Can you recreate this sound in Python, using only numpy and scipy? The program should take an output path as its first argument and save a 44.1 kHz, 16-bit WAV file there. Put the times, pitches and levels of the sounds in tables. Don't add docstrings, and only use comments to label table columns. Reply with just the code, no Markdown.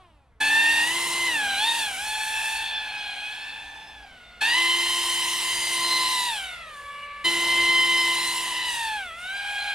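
import sys
import numpy as np
from scipy import signal
from scipy.fft import rfft, irfft, next_fast_len
from scipy.io import wavfile
from scipy.ndimage import uniform_filter1d

SR = 44100
rng = np.random.default_rng(int(sys.argv[2]) if len(sys.argv) > 2 else 0)


def wav_out(sig):
    wavfile.write(sys.argv[1], SR, np.round(np.clip(np.atleast_2d(sig).T, -1, 1) * 32767).astype(np.int16))


N = 429534
TIME = np.arange(N) / SR
BLADES, MAGNET_POLES = 3, 14

PASSAGE_JUMPS = [.401, 4.407, 7.242]
# f/Hz, left-right correlation
CORRELATION = [(40, .96), (150, .997), (700, .997), (1400, .99), (2500, .85), (4500, .93), (8000, .44),
               (12000, .2)]
# f/Hz, lead/rad
LEFT_LEAD = [(200, -0.14), (340, -0.17), (700, 0.05), (1050, 0.2), (1300, 0.1), (1800, -0.68),
             (3000, -0.62), (4500, -0.68), (8000, -0.75), (12000, -0.6)]

# f/Hz, level/dB
BREEZE_EQ = [(15, -1), (28, 2), (42, 1), (55, 13), (72, 2), (150, -6.5), (400, -19.5), (1000, -14.5),
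             (3000, -33), (8000, -54), (16000, -61)]
WASH_EQ = [(40, -27), (130, -4.5), (200, -4.5), (300, -10.5), (450, -4.5), (800, -6), (1400, -8.5),
           (3000, -7.5)]
SPRAY_EQ = [(300, -48), (1500, -10.5), (4000, -5.5), (5500, -1.5), (6800, -2.5), (8500, 1), (10200, 1),
            (10900, -7), (12300, -8.5), (13500, -19.5), (16000, -23)]
RUSH_EQ = [(150, -23), (600, -9), (1000, 4), (1400, -16), (2300, -2), (3300, 8), (4300, 2.5), (5300, -8),
           (8000, -23), (14000, -31.5)]
# f/Hz, width/Hz, share added
CAGE_RING = (2660, 270, 0.55)

# t/s, level/dB
SPRAY_BEACHED = [(0, -78), (.39, -91)]
SPRAY_AFLOAT = [
    [(0.42, -37), (1.08, -33.5), (1.5, -40.5), (1.79, -33.5), (1.88, -40), (2.53, -38), (2.76, -55),
     (3.33, -53.5), (4.39, -76.5)],
    [(4.43, -38), (5.06, -33), (6.22, -34), (6.38, -41.5), (6.63, -61.5), (6.77, -56.5), (7.04, -62.5),
     (7.08, -68), (7.22, -63)],
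    [(7.26, -35.5), (7.75, -38), (8.37, -34), (8.62, -43), (8.73, -35), (9.14, -59.5), (9.2, -53),
     (9.55, -48), (9.72, -50)],
]
# t/s, shaft hum at full speed/dB, wash/dB
HULL_FADERS = [
    [(0, -51, -90), (.39, -47, -89)],
    [(.41, -45.5, -52), (1.35, -45, -50.5), (2.1, -61.5, -59.5), (3.0, -63.5, -65.5), (4.4, -65, -64.5)],
    [(4.42, -54, -57), (4.62, -42.5, -59), (5.5, -52, -54), (6.0, -44.5, -52), (6.5, -72, -63),
     (7.23, -58, -68)],
    [(7.25, -38.5, -47.5), (8.15, -43.5, -52.5), (8.8, -61.5, -58.5), (9.74, -63, -69)],
]
# t/s, level at full speed/dB
PROP_FADER = [
    [(0.0, -46), (0.395, -52)],
    [(0.405, -29.5), (0.8, -31.4), (1.05, -35), (1.78, -35), (1.98, -38.5), (2.45, -35.5), (3.0, -38),
     (3.55, -41.5), (4.0, -48.5), (4.4, -51.5)],
    [(4.41, -27.5), (4.75, -34), (5.6, -36), (6.3, -38.5), (6.6, -40.5), (6.85, -41.3), (7.24, -44)],
    [(7.245, -35), (8.1, -35.5), (8.68, -36.5), (8.82, -41), (9.15, -48.5), (9.4, -38), (9.74, -35)],
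]
# t/s, shaft rate/Hz
THROTTLE_COAST = [(0.0, 127.9), (0.155, 99.3), (0.395, 70.5)]
THROTTLE_OUT = [(0.405, 287.4), (0.639, 302.6), (0.818, 307.6), (0.958, 343.7), (1.267, 343.4),
                (1.387, 287.5), (1.467, 267.7), (1.566, 263.7), (1.676, 306.8), (1.776, 308.6),
                (1.956, 250.1), (2.045, 285.9), (2.624, 295.3), (3.163, 273.3), (3.472, 292.8),
                (3.941, 291.6), (4.201, 242.0), (4.4, 236.9)]
THROTTLE_BACK = [(4.41, 284.4), (4.575, 338.6), (4.694, 343.0), (5.073, 344.8), (5.223, 341.7),
                 (5.702, 344.4), (6.121, 340.3), (6.271, 325.2), (6.4, 262.3), (6.62, 224.2),
                 (6.769, 190.8), (7.24, 192.7)]
THROTTLE_PASS = [(7.245, 339.0), (7.578, 344.0), (8.366, 340.7), (8.655, 332.5), (8.965, 281.7),
                 (9.114, 216.0), (9.354, 266.2), (9.503, 271.7), (9.74, 271.8)]

# centre t/s, length/s, level/dB
SIDE_FLARES = [(5.72, 0.68, 21.4)]
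SINGING_SWELLS = [(.04, .16, 6), (.63, 0.52, 10), (1.33, 0.33, 7), (2.45, 0.3, 2), (4.56, 0.51, 6),
                  (7.02, 0.61, 9), (7.76, 0.81, 8.5), (9.24, 0.93, 4)]
BANK_SWELLS = [(1.546, 0.37, 8), (2.14, 0.82, 5.5), (6.09, 0.79, 8), (7.905, 1.01, 5), (9.034, 0.57, 14.5),
               (9.584, 0.62, 4)]
RASP_SWELLS = [(1.69, 0.42, 10), (2.693, .2, 10), (3.17, 0.47, 9.5), (4.52, 0.31, 0), (5.05, 1, 2),
               (6.124, 0.6, 12), (7.102, 0.39, 14.5), (8.23, 0.18, 4.5)]
HOLLOW_DEPTHS = [(1.076, 0.46, 7), (1.74, 0.1, 4), (3.914, 0.6, 15.5), (6.05, 0.59, 5), (8.334, .38, 7)]
FUNDAMENTAL_DIPS = [(1.1, 0.83, -2), (3.55, 0.39, -12), (5.63, 0.22, -12), (6.66, 0.25, -10),
                    (9.19, 0.35, -9)]

# level/dB re propeller, shares of bank, rasp, hollow
EDDY_MIX = [(-5, 0.23, .05, 0.28), (3.5, 0.25, .03, -0.17), (-2.1, 0.61, 0.57, -0.36)]
# multiple of the shaft rate, level/dB re shaft hum
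MOTOR_PARTIALS = [(2, -12), (4, -13), (5, -22), (7, -16), (10, -29), (21, -29)]
# level/dB re propeller, shares of singing, bank, rasp, hollow
BLADE_MIX = [(-6.5, 0.027, 1.335, 0.029, 0.011), (-1.6, 1.26, 0.66, 0.054, 0.12),
             (0.5, 0.5, 0.23, 0.055, -1.42), (-7.5, 0.4, 0.38, 0.82, 0.17), (-7, 0.14, 0.76, 0.35, -1.15)]
# f/Hz, level/dB
BLADE_EQ = [(350, 2.4), (570, 2), (700, -3.5), (850, 2.6), (1100, 2), (1800, 0.74), (2600, -0.9),
            (3100, 3.1), (4000, 0.5), (5200, -7.5)]
# f/Hz, level/dB
OVERTONE_EQ = [(2000, 12), (3400, 11.5), (4600, 5.5), (5500, -4), (6200, -4.5), (7200, -9), (8500, -16),
               (9300, -8), (10300, -11), (11500, -25)]


def from_db(db):
    return 10 ** (np.asarray(db) / 20)


def unit_rms(x):
    return x / np.sqrt(np.mean(x ** 2) + 1e-20)


def at_hz(points, hz):
    freqs, values = np.transpose(points)
    return np.interp(np.log(hz), np.log(freqs), values)


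def automation(rows):
    rows = np.array(rows)
    curves = np.zeros((rows.shape[1] - 1, N))
    for leg in range(len(PASSAGE_JUMPS) + 1):
        now = np.searchsorted(PASSAGE_JUMPS, TIME) == leg
        times, *columns = rows[np.searchsorted(PASSAGE_JUMPS, rows[:, 0]) == leg].T
        curves[:, now] = [np.interp(TIME[now], times, column) for column in columns]
    return curves


def fader(db):
    return uniform_filter1d(from_db(db), size=440, axis=-1, origin=219)


def swells(events):
    coarse = TIME[::100]
    total = sum(db * np.exp(-(2 * (coarse - centre) / length) ** 4) for centre, length, db in events)
    return np.interp(TIME, coarse, total)


def drift(rate_hz, clock=None):
    pole = np.exp(-20 * np.pi * rate_hz / SR)
    noise = rng.standard_normal(N // 10 + 6002)
    slow = signal.lfilter([1], [1, -2 * pole, pole * pole], noise)[6000:]
    clock = np.arange(N) if clock is None else clock
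    return np.interp(clock / 10, np.arange(len(slow)), unit_rms(slow))


def stereo(mid, side, hz):
    alike = np.clip(at_hz(CORRELATION, hz), 0, 1)
    return mid + np.sqrt((1 - alike) / (1 + alike)) * np.array([side, -side])


def white():
    return rng.standard_normal((2, N))


def coloured(eq, noise):
    size = next_fast_len(N)
    hz = np.maximum(np.fft.rfftfreq(size, 1 / SR), 1)
    top_hz = eq[-1][0]
    shape = from_db(at_hz(eq, hz)) / np.maximum(hz / top_hz, 1) ** 2
    mid, side = rfft(noise, size) * shape
    pair = irfft(stereo(mid, side, hz), size)[:, :N]
    return pair / np.std(pair.mean(axis=0))


def breeze(level_db=-58.5):
    return from_db(level_db + 0.74 * drift(3.2)) * coloured(BREEZE_EQ, white())


def surface_swirl(pair, delay_s=0.0005115, sway=0.208, share=0.43):
    late = TIME - delay_s * np.exp(sway * drift(1.57))
    reflection = np.array([np.interp(late, TIME, channel) for channel in pair])
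    return (pair + share * reflection) / np.hypot(1, share)


def water(wash_db, drops_per_s=4500, drop_spread_db=3.5, drop_share=0.36, surge_db=0.44):
    spray_db, = automation(np.vstack([SPRAY_BEACHED, *SPRAY_AFLOAT]))
    sizes = from_db(drop_spread_db * np.minimum(rng.exponential(1, (2, N)), 4))
    drops = unit_rms(np.sign(white()) * sizes * (rng.random((2, N)) < drops_per_s / SR))
    hiss = coloured(SPRAY_EQ, white() + drop_share * drops) * from_db(surge_db * drift(22))
    wash = fader(wash_db + 7.5) * coloured(WASH_EQ, white())
    return wash + fader(spray_db + 1) * surface_swirl(hiss)


def controller_whistle(shaft_hz, switch_hz=7800, level_db=-73):
    chopping = np.interp(shaft_hz, [140, 185, 235, 265], [0, 1, 1, 0])
    return from_db(level_db) * chopping * np.sin(2 * np.pi * switch_hz * TIME)


def eddy_hump(angle, multiple, median_hz, width_hz):
    clock = angle / np.diff(angle).max()
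    cos, sin = np.cos(multiple * angle), np.sin(multiple * angle)
    mid, side = [drift(width_hz, clock) * cos + drift(width_hz, clock) * sin for _ in range(2)]
    return stereo(mid, side, multiple * median_hz)


def turbulence(angle, median_hz, prop_db, slip=0.96):
    lobes = np.array([swells(events) for events in (BANK_SWELLS, RASP_SWELLS, HOLLOW_DEPTHS)])
    low, main, upper = [fader(prop_db + db + np.dot(shares, lobes)) for db, *shares in EDDY_MIX]
    humps = [(low, -.6, 95), (main, -5, 135), (main, -4.5, 215), (upper, -2, 270), (upper, -10, 300)]
    air = main * from_db(-7) * coloured(RUSH_EQ, white())
    for k, (gain, trim_db, width_hz) in enumerate(humps, 1):
        air += gain * from_db(trim_db) * eddy_hump(angle, BLADES * k * slip, median_hz, width_hz)
    ring_hz, width_hz, share = CAGE_RING
    ring = signal.lfilter(*signal.iirpeak(ring_hz, ring_hz / width_hz, fs=SR), air)
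    return air + share * ring


def rotor_tone(angle, multiple, median_hz, flutter_db, smear_rad=0.57, smear_hz=5000):
    hz = multiple * median_hz
    scatter = smear_rad * min(hz / smear_hz, 1) ** 2
    phase = multiple * angle + scatter * drift(56)
    mid = np.sqrt(2) * np.sin(phase) * from_db(flutter_db * drift(25.3))
    side = np.cos(phase) * drift(2.6)
    return stereo(mid, side, hz)


def motor(angle, median_hz, prop_db, hum_db):
    hum, flare_db = fader(hum_db), swells(SIDE_FLARES)
    magnets = fader(prop_db - 25.5 + flare_db)
    mix = hum * rotor_tone(angle, 1, median_hz, flutter_db=1.5)
    mix += magnets * rotor_tone(angle, MAGNET_POLES, median_hz, flutter_db=2.5)
    for multiple, db in MOTOR_PARTIALS:
        gain = hum * from_db(db + 0.27 * flare_db)
        mix += gain * rotor_tone(angle, multiple, median_hz, flutter_db=1.5)
    return mix


def blade_overtones(angle, shaft_hz, median_hz, prop_db, sharpening=3.35, edge_hz=5000):
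    level = fader(prop_db - 11.5 + 0.24 * swells(SINGING_SWELLS) + 0.31 * swells(SIDE_FLARES))
    mix = np.zeros((2, N))
    for multiple in BLADES * np.arange(6, 11):
        hz = multiple * shaft_hz
        edge = (shaft_hz / shaft_hz.max()) ** (sharpening * (hz / edge_hz) ** 2)
        roll_db = 3.2 * drift(3)
        gain = level * edge * from_db(at_hz(OVERTONE_EQ, hz) + roll_db)
        mix += gain * rotor_tone(angle, multiple, median_hz, flutter_db=3.5)
    return mix


def blade_tones(angle, shaft_hz, median_hz, prop_db):
    moves = (SINGING_SWELLS, BANK_SWELLS, RASP_SWELLS, HOLLOW_DEPTHS)
    lobes = np.array([swells(events) for events in moves])
    mix = np.zeros((2, N))
    for k, (db, *shares) in enumerate(BLADE_MIX, 1):
        roll_db = 0.5749 * k * drift(3.6)
        colour_db = at_hz(BLADE_EQ, BLADES * k * shaft_hz)
        gain = fader(prop_db + db + np.dot(shares, lobes) + colour_db + roll_db)
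        if k == 1:
            gain *= from_db(swells(FUNDAMENTAL_DIPS))
        mix += gain * rotor_tone(angle, BLADES * k, median_hz, flutter_db=0.75 * k ** 0.95)
    return mix


def scene(full_speed_hz=340, db_per_octave=13.5):
    shaft_hz, = automation(THROTTLE_COAST + THROTTLE_OUT + THROTTLE_BACK + THROTTLE_PASS)
    shaft_hz *= 1 + .0008 * drift(12)
    angle = 2 * np.pi * np.cumsum(shaft_hz) / SR
    median_hz = np.median(shaft_hz)
    effort_db = db_per_octave * np.log2(shaft_hz / full_speed_hz)
    prop_db = automation(np.vstack(PROP_FADER))[0] + effort_db
    hum_db, wash_db = automation(np.vstack(HULL_FADERS))
    return (breeze()
            + motor(angle, median_hz, prop_db, hum_db + effort_db)
            + blade_tones(angle, shaft_hz, median_hz, prop_db)
            + blade_overtones(angle, shaft_hz, median_hz, prop_db)
            + turbulence(angle, median_hz, prop_db)
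            + controller_whistle(shaft_hz)
            + water(wash_db))


def record(dry, cutoff_hz=15900):
    size = next_fast_len(N + 2000)
    lead = at_hz(LEFT_LEAD, np.maximum(np.fft.rfftfreq(size, 1 / SR), 1))
    shifted = irfft(rfft(dry, size) * np.exp(.5j * np.array([lead, -lead])), size)[:, :N]
    return signal.sosfilt(signal.ellip(10, .2, 80, cutoff_hz, fs=SR, output="sos"), shifted)


dry = scene()
out = record(dry)
wav_out(out)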